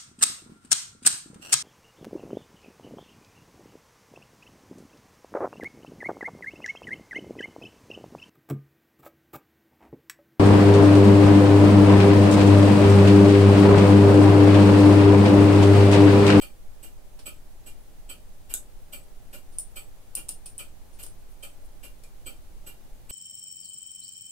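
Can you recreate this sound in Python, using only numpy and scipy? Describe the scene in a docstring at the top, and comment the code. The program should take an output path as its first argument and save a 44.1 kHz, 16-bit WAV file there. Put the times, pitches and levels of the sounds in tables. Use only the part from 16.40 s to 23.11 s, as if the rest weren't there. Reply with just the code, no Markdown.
"""From the start, a mechanical clock ticks and tocks over the rumble, hiss and hum of a small workshop:
its pallets strike the escape wheel, exciting the modes of the case. At 0.8 and 2.1 s a hex key knocks on
a steel dividing plate close by, and fingers brush the metal. From 3.1 to 5.7 s the key slides, seats and
clinks in the screws, each impact ringing key and plate. Then the clock is left beating in the room."""
import sys
import numpy as np
from scipy import signal
from scipy.fft import rfft, irfft
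from scipy.io import wavfile
from scipy.ndimage import uniform_filter1d

SR = 44100
rng = np.random.default_rng(int(sys.argv[2]) if len(sys.argv) > 2 else 0)


def waveform_to_disk(signal):
    """Save audio, clipped to [-1, 1], as 16-bit WAV at the path in sys.argv[1]."""
    frames = np.transpose(np.atleast_2d(signal))
    scaled = np.clip(frames, -1, 1) * 32767
    samples = np.round(scaled).astype(np.int16)
    wavfile.write(sys.argv[1], SR, samples)


N = 295911
SIZE = 16384   # samples in one short sound; HZ and AGE are its frequency and time axes
HZ = np.maximum(np.fft.rfftfreq(SIZE, 1 / SR), 1)
AGE = np.arange(SIZE) / SR


def from_db(db):
    """Amplitude grows tenfold for every 20 dB."""
    return 10 ** (np.asarray(db) / 20)

def at_hz(points, hz):
    """Interpolation of a table along log frequency."""
    points = np.array(points)
    return np.interp(np.log(hz), np.log(points[:, 0]), points[:, 1])

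def at_time(points, s):
    """Linear interpolation of a table along time."""
    return np.interp(s, *np.transpose(points))

def unit(x):
    """Normalisation of each channel to unit energy."""
    return x / np.sqrt(np.sum(x ** 2, axis=-1, keepdims=True) + 1e-20)

def stereo(mid, side, coherence):
    """Interaural coherence sets the shares of a common and an opposed signal."""
    return np.sqrt(1 + coherence) * mid + np.sqrt(1 - coherence) * side * [[1], [-1]]

def resonances(modes):
    """Modal superposition: steep-sided peaks sum to a body's power response."""
    return sum((from_db(db) / (1 + (2 * (HZ - hz) / width) ** 2)) ** 2 for hz, width, db in modes)

def brightness(tilt_db, pivot_hz):
    """Spectral tilt above 2 kHz, as a power gain: makes a tick or knock brighter or duller."""
    return from_db(tilt_db * np.log2(np.maximum(HZ, 2000) / pivot_hz)) ** 2

def ringing(power):
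    """Causality: folding the cepstrum turns a power response into a minimum-phase ring."""
    cepstrum = irfft(np.log(power + 1e-12) / 2)
    cepstrum[1:SIZE // 2] *= 2
    cepstrum[SIZE // 2 + 1:] = 0
    return irfft(np.exp(rfft(cepstrum)))

def through(x, response):
    """Convolution of a short sound with a stereo impulse response."""
    return signal.fftconvolve(np.atleast_2d(x), response, axes=-1)[:, :SIZE]

def add(track, s, sound):
    """Superposition of a short stereo sound on the track at s seconds."""
    start = int(np.clip(round(s * SR), 0, N - 1))
    track[:, start:start + SIZE] += sound[:, :N - start]

def scatter(envelope, coherence, whitenings=3):
    """Dense random arrivals sum to noise under an envelope; whitening evens its spectrum."""
    x = stereo(*rng.standard_normal((2, SIZE)), coherence) * envelope
    onset = np.minimum(1, 2 * np.maximum.accumulate(envelope) / envelope.max())
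    for _ in range(whitenings):
        spectrum = rfft(x)
        local_power = uniform_filter1d(np.abs(spectrum) ** 2, size=40, axis=-1)
        x = irfft(spectrum / np.sqrt(local_power + 1e-12)) * onset
    return unit(x)


# The room's noise floor. Each row: frequency in Hz, spectral density in dB.
ROOM_SPECTRUM = [(4, -56), (12, -55), (22, -60), (43, -71.3), (100, -80.3), (200, -86), (400, -89.5),
                 (680, -91.7), (810, -91.7), (1000, -97.3), (2000, -101.5), (5500, -104.8), (10500, -103.5),
                 (15500, -106)]
# Its likeness in the two ears. Each row: frequency in Hz, coherence from 0 to 1.
ROOM_COHERENCE = [(20, 0.31), (110, 0.37), (250, 0.06), (600, 0.32), (1200, 0.13), (12000, 0.03)]

def room_tone():
    """A diffuse field: steady rumble and hiss, only weakly coherent between the ears."""
    hz = np.maximum(np.fft.rfftfreq(N, 1 / SR), 1)
    mid, side = rfft(rng.standard_normal((2, N)))
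    noise = stereo(mid, side, at_hz(ROOM_COHERENCE, hz))
    return irfft(noise * from_db(at_hz(ROOM_SPECTRUM, hz)), N) * np.sqrt(SR) / 2


# Faint tones of an appliance. Each row: frequency in Hz, width in Hz, level in dB.
HUM_TONES = [(398, 12, -79), (500, 12, -78), (599, 10, -74), (824, 6, -77), (6501, 20, -83)]

def hum():
    """Narrow-band noise is heard as a wavering tone."""
    hz, out = np.fft.rfftfreq(N, 1 / SR), 0
    for centre_hz, width_hz, db in HUM_TONES:
        noise = rfft(rng.standard_normal((2, N)))
        tone = irfft(noise / (1 + (2 * (hz - centre_hz) / width_hz) ** 2), N)
        out += from_db(db) * unit(tone) * np.sqrt(N)
    return out


# Decay in the cluttered room. Each row: frequency in Hz, time to fall 60 dB in seconds.
REVERB_TIMES = [(200, 0.42), (1000, 0.2), (3000, 0.19), (9000, 0.22), (15000, 0.17)]

def workshop(build_s, hold_s, coherence):
    """Reverberation: reflections build up, hold, then decay exponentially, the bass lasting longest."""
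    decay_age = np.maximum(AGE - hold_s, 0)
    base_t60 = at_hz(REVERB_TIMES, 5500)
    build = 1 - np.exp(-(AGE / build_s) ** 2)
    spectrum = rfft(scatter(build * from_db(-60 * decay_age / base_t60), coherence))
    centres_hz, t60s = np.transpose(REVERB_TIMES)
    out = 0
    for t60, weights in zip(t60s, np.eye(len(t60s))):
        band = np.interp(np.log(HZ), np.log(centres_hz), weights)
        excess_db = -60 * decay_age * (1 / t60 - 1 / base_t60)
        out += irfft(spectrum * band) * from_db(np.minimum(excess_db, 20))
    tail_fade = from_db(-60 * np.maximum(AGE - base_t60, 0) / base_t60)
    return unit(out * tail_fade)


# The beat sometimes runs early. Each row: time in seconds, lead in seconds.
BEAT_LEAD = [(.03, .011), (.4, 0), (3.8, 0), (4.6, .009), (5.0, 0)]

def beats(first_s=.0265, period_s=.8337, tock_after_s=.404):
    """A balance beats twice a period, here unevenly; yields seconds and pallet (0 tick, 1 tock)."""
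    for tick_s in np.arange(first_s, N / SR, period_s):
        for pallet, s in enumerate((tick_s, tick_s + tock_after_s)):
            if s < N / SR:
                yield s - at_time(BEAT_LEAD, s), pallet

def ping(hz=7986, rise_s=.008, hold_s=.015, t60_s=.1, gain_db=-46, pan_db=5):
    """Free vibration: a steel part of the escapement rings on, mostly to the right."""
    envelope = (1 - np.exp(-AGE / rise_s)) * from_db(-60 * np.maximum(AGE - hold_s, 0) / t60_s)
    pitch_hz = hz + rng.normal(0, 18)
    tone = np.sin(2 * np.pi * (pitch_hz * AGE + rng.random((2, 1))))
    return from_db([[gain_db - pan_db], [gain_db + pan_db]]) * envelope * tone


# Force on each pallet, drifting as the wheel train turns. Each row: time in seconds, force in dB.
TICK_DRIVE = [(.9, 2), (1.7, 0), (3.0, 1.1), (4.9, -0.5), (6.7, 0.2)]
TOCK_DRIVE = [(1.3, -2), (2.1, 1.4), (3.8, 2.5), (4.6, -0.5), (5.4, -0.5)]
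# Strength of the steel ping. Each row: time in seconds, gain in dB.
PING_GAIN = [(0, 4), (1.1, 5.5), (2.5, -1.2), (4.9, -4), (6.1, 5)]
# Bare snap of a pallet on the escape wheel. Each row: frequency in Hz, level in dB.
SNAP_SPECTRUM = [(150, -19), (1000, -15), (1700, -16), (2100, -18.5), (2900, -19.5), (4000, -17),
                 (5000, -19.5), (6200, -20.5), (12000, -17), (16000, -47)]
# Case and movement. Each row: frequency in Hz, width in Hz, tick level in dB, tock level in dB.
CASE_MODES = [(304, 285, -6, -5.5), (572, 76, 0, -5), (790, 81, -10, -12.5), (1265, 96, -2, -29),
              (1414, 51, -2.5, -4), (1480, 26, -34, -12), (2375, 123, 4, -3.5), (2580, 140, -2, -13),
              (2443, 78, 1, -4.5), (2792, 76, -2, 2), (2864, 43, 3, .5), (3110, 152, 3.5, -4),
              (3440, 200, -10, -26), (4470, 280, -5.5, -13), (5040, 230, -14, -13.5), (7800, 200, -28, -12),
              (7980, 170, 0.5, -11), (8220, 2540, -13, -10.5), (9250, 88, 1.5, -20),
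              (10000, 170, -5.5, -29), (10280, 200, -11, -7), (10880, 120, -4.5, -0.5),
              (11460, 500, -14, -7), (12550, 700, -11, -3.5), (13480, 540, -1, -6.5), (13800, 450, -13, -6),
              (15000, 400, -11, -16)]

def clock(lead_s=.005, slide_s=.0069, ear_lag_s=.00034, direct_db=-9, pan_db=.5,
          fixed_share=.68, vary_db=1.75):
    """Impact excitation: two pallets in turn ring the case, heard mostly through reflections."""
    out = np.zeros((2, N))
    # each pair holds the tick's value, then the tock's
    gain_db, ping_offset_db = (.24, -1.7), (4, -2)
    rest_tilt_db = (.53, -.6)   # per octave
    fullness = (.056, .21)   # a firmer beat is fuller: tilt lost per dB of force
    paths = (dict(build_s=.0075, hold_s=.019, coherence=.031),
             dict(build_s=.0082, hold_s=.024, coherence=.024))
    fixed_echoes = [workshop(**path) for path in paths]
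    snap = from_db(at_hz(SNAP_SPECTRUM, HZ)) ** 2
    for s, pallet in beats():
        force_db = at_time((TICK_DRIVE, TOCK_DRIVE)[pallet], s)
        tilt_db = rest_tilt_db[pallet] - fullness[pallet] * force_db
        ping_db = ping_offset_db[pallet] + at_time(PING_GAIN, s)
        # the tooth slides onto the pallet; this reaches the right ear first
        slide = scatter(AGE * np.exp(-AGE / slide_s), coherence=0, whitenings=0)[0]
        direct = from_db(direct_db) * np.stack([np.roll(slide, round(ear_lag_s * SR)), slide])
        # every tooth lands a little differently
        modes = [(hz, width, db[pallet] + vary_db * rng.normal()) for hz, width, *db in CASE_MODES]
        case = ringing((snap + resonances(modes)) * brightness(tilt_db, pivot_hz=5300))
        echoes = np.sqrt(fixed_share) * fixed_echoes[pallet]
        echoes += np.sqrt(1 - fixed_share) * workshop(**paths[pallet])
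        knock = through(case, direct + echoes) * from_db([[-pan_db], [pan_db]])
        beat = from_db(force_db) * knock + from_db(ping_db) * ping()
        add(out, s - lead_s, from_db(gain_db[pallet]) * beat)
    return out


# Fingers brush the steel. Each row: peak time in seconds, half-width in seconds, level in dB.
FINGER_STROKES = [(1.43, 0.035, -69), (3.32, .02, -63), (4.917, 0.025, -63.5), (5.257, 0.013, -59)]

def fingers(hz=10800, width_hz=4500):
    """Friction noise: skin sliding on steel gives a soft, high swish."""
    t = np.arange(N) / SR
    pressure = sum(from_db(db) * np.exp(-((t - s) / half_s) ** 2) for s, half_s, db in FINGER_STROKES)
    swish = unit(ringing(resonances([(hz, width_hz, 0)])))
    return pressure * signal.fftconvolve(rng.standard_normal((2, N)), swish[None], axes=-1)[:, :N]


# The key seats in a screw head. Each row: start in seconds, frequency in Hz, level in dB.
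SCREW_CLANKS = [(3.752, 2750, 2.5), (3.8905, 2820, -6), (4.06, 2520, -9.5), (5.635, 2380, -8)]

def screws(width_hz=170):
    """Damped resonance: each screw rings briefly, at a pitch set by how tightly it sits."""
    out = np.zeros((2, N))
    for s, hz, db in SCREW_CLANKS:
        ring = ringing(resonances([(hz, width_hz, db)]))
        add(out, s, through(ring, workshop(build_s=.001, hold_s=.0037, coherence=.15)))
    return out


# The key knocks on screws and plate. Each row: start in seconds, length in seconds,
# levels of key, plate and click in dB, tilt in dB per octave.
KEY_KNOCKS = [(0.789, 0.0095, -28, -43, -11.5, -5), (2.1393, 0.00064, -17, -0.5, -7.5, -5.5),
              (3.185, 0.0009, -1.5, -22, -8.5, -1), (3.7518, 0.0015, -5, -35, 1.7, 6),
              (3.8854, 0.0014, -14, -25, -25, -5), (3.8902, 0.0014, -5.5, -15.5, -1, -1),
              (4.057, 0.0077, -12.5, -39, -8.5, -1.5), (4.1796, 0.0022, -10, -32, -16, -1.5),
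              (4.628, 0.0055, -23, -26.5, -19, 7.5), (4.635, 0.003, -18, -25, -8.5, -3.5),
              (4.664, 0.0013, -16.5, -31, -19, -7), (5.635, 0.0057, -33, -31.5, -18, -3)]
# The key slides, feeling for a screw head. Each row: start in seconds, key level in dB.
KEY_SLIDES = [(3.116, -29.5), (4.523, -30)]

def contacts(rebound_after_s=.033, rebound_length_s=.0025, loss_db=21, slide_s=.029, slide_tilt_db=-4.5):
    """Inelastic impact: each knock rebounds once, weaker. Yields these and the slides as knock rows."""
    for s, length_s, *levels_db, tilt_db in KEY_KNOCKS:
        yield s, length_s, *levels_db, tilt_db
        yield s + rebound_after_s, rebound_length_s, *(db - loss_db for db in levels_db), tilt_db
    for s, key_db in KEY_SLIDES:
        plate_db, click_db = key_db - 22, key_db + 7
        yield s, slide_s, key_db, plate_db, click_db, slide_tilt_db


# Key and plate, damped by the fingers. 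Each row: frequency in Hz, width in Hz, level in dB.
KEY_MODES = [(5550, 730, -7), (8360, 1140, 7), (9110, 570, 17), (9700, 190, 15.5), (9400, 290, 16.5),
             (14150, 620, 4)]
PLATE_MODES = [(1494, 115, -4.5), (3700, 610, -1.5), (7000, 1100, 11), (7990, 580, 17.5), (8640, 500, 12),
               (10300, 910, 14), (11640, 980, 15), (14500, 1300, 8.5)]
# Steel meeting steel. Each row: frequency in Hz, level in dB.
CLICK_SPECTRUM = [(200, -8), (1000, -12), (2000, -20.5), (2800, -10), (4000, -10), (5200, -3.5),
                  (6200, -11.5), (9000, -6.5), (12500, -10.5), (16000, -26)]

def hex_key(direct_db=-3, room_db=-4, bench_db=-12, bench_delay_s=.0043, clean_s=.00026, nearby_s=.12):
    """Modal excitation: each contact rings key and plate, reflected by the bench and the room."""
    out = np.zeros((2, N))
    key, plate = resonances(KEY_MODES), resonances(PLATE_MODES)
    click = from_db(at_hz(CLICK_SPECTRUM, HZ)) ** 2
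    for s, length_s, key_db, plate_db, click_db, tilt_db in contacts():
        power = key * from_db(key_db) ** 2 + plate * from_db(plate_db) ** 2
        power += click * from_db(click_db) ** 2
        steel = ringing(power * brightness(tilt_db, pivot_hz=6550))
        # the briefer the contact, the more clean blow; a long one is all grit
        clean_share = np.exp(-length_s / clean_s)
        grit = scatter(AGE * np.exp(-2 * AGE / length_s), coherence=.17, whitenings=0)
        blow = np.roll(AGE == 0, round(length_s * SR / 2))
        force = np.sqrt(clean_share) * blow + np.sqrt(1 - clean_share) * grit
        direct = unit(through(steel, force)) * np.linalg.norm(steel)
        # near the bench the early reflections outweigh the late ones
        echoes = workshop(build_s=.0012 + length_s, hold_s=.0026 + length_s, coherence=.056)
        room = through(steel, unit(echoes * np.exp(-AGE / nearby_s)))
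        add(out, s, from_db(direct_db) * direct + from_db(room_db) * room)
        add(out, s + bench_delay_s, from_db(bench_db) * direct)
    return out


def scene():
    """Linear superposition of clock, hand work and room."""
    return clock() + hex_key() + screws() + fingers() + room_tone() + hum()

def record(dry):
    """Band limiting: an elliptic low-pass cuts steeply above 15.7 kHz."""
    return signal.sosfilt(signal.ellip(10, .1, 70, 15700, fs=SR, output="sos"), dry)


dry = scene()
out = record(dry)
waveform_to_disk(out)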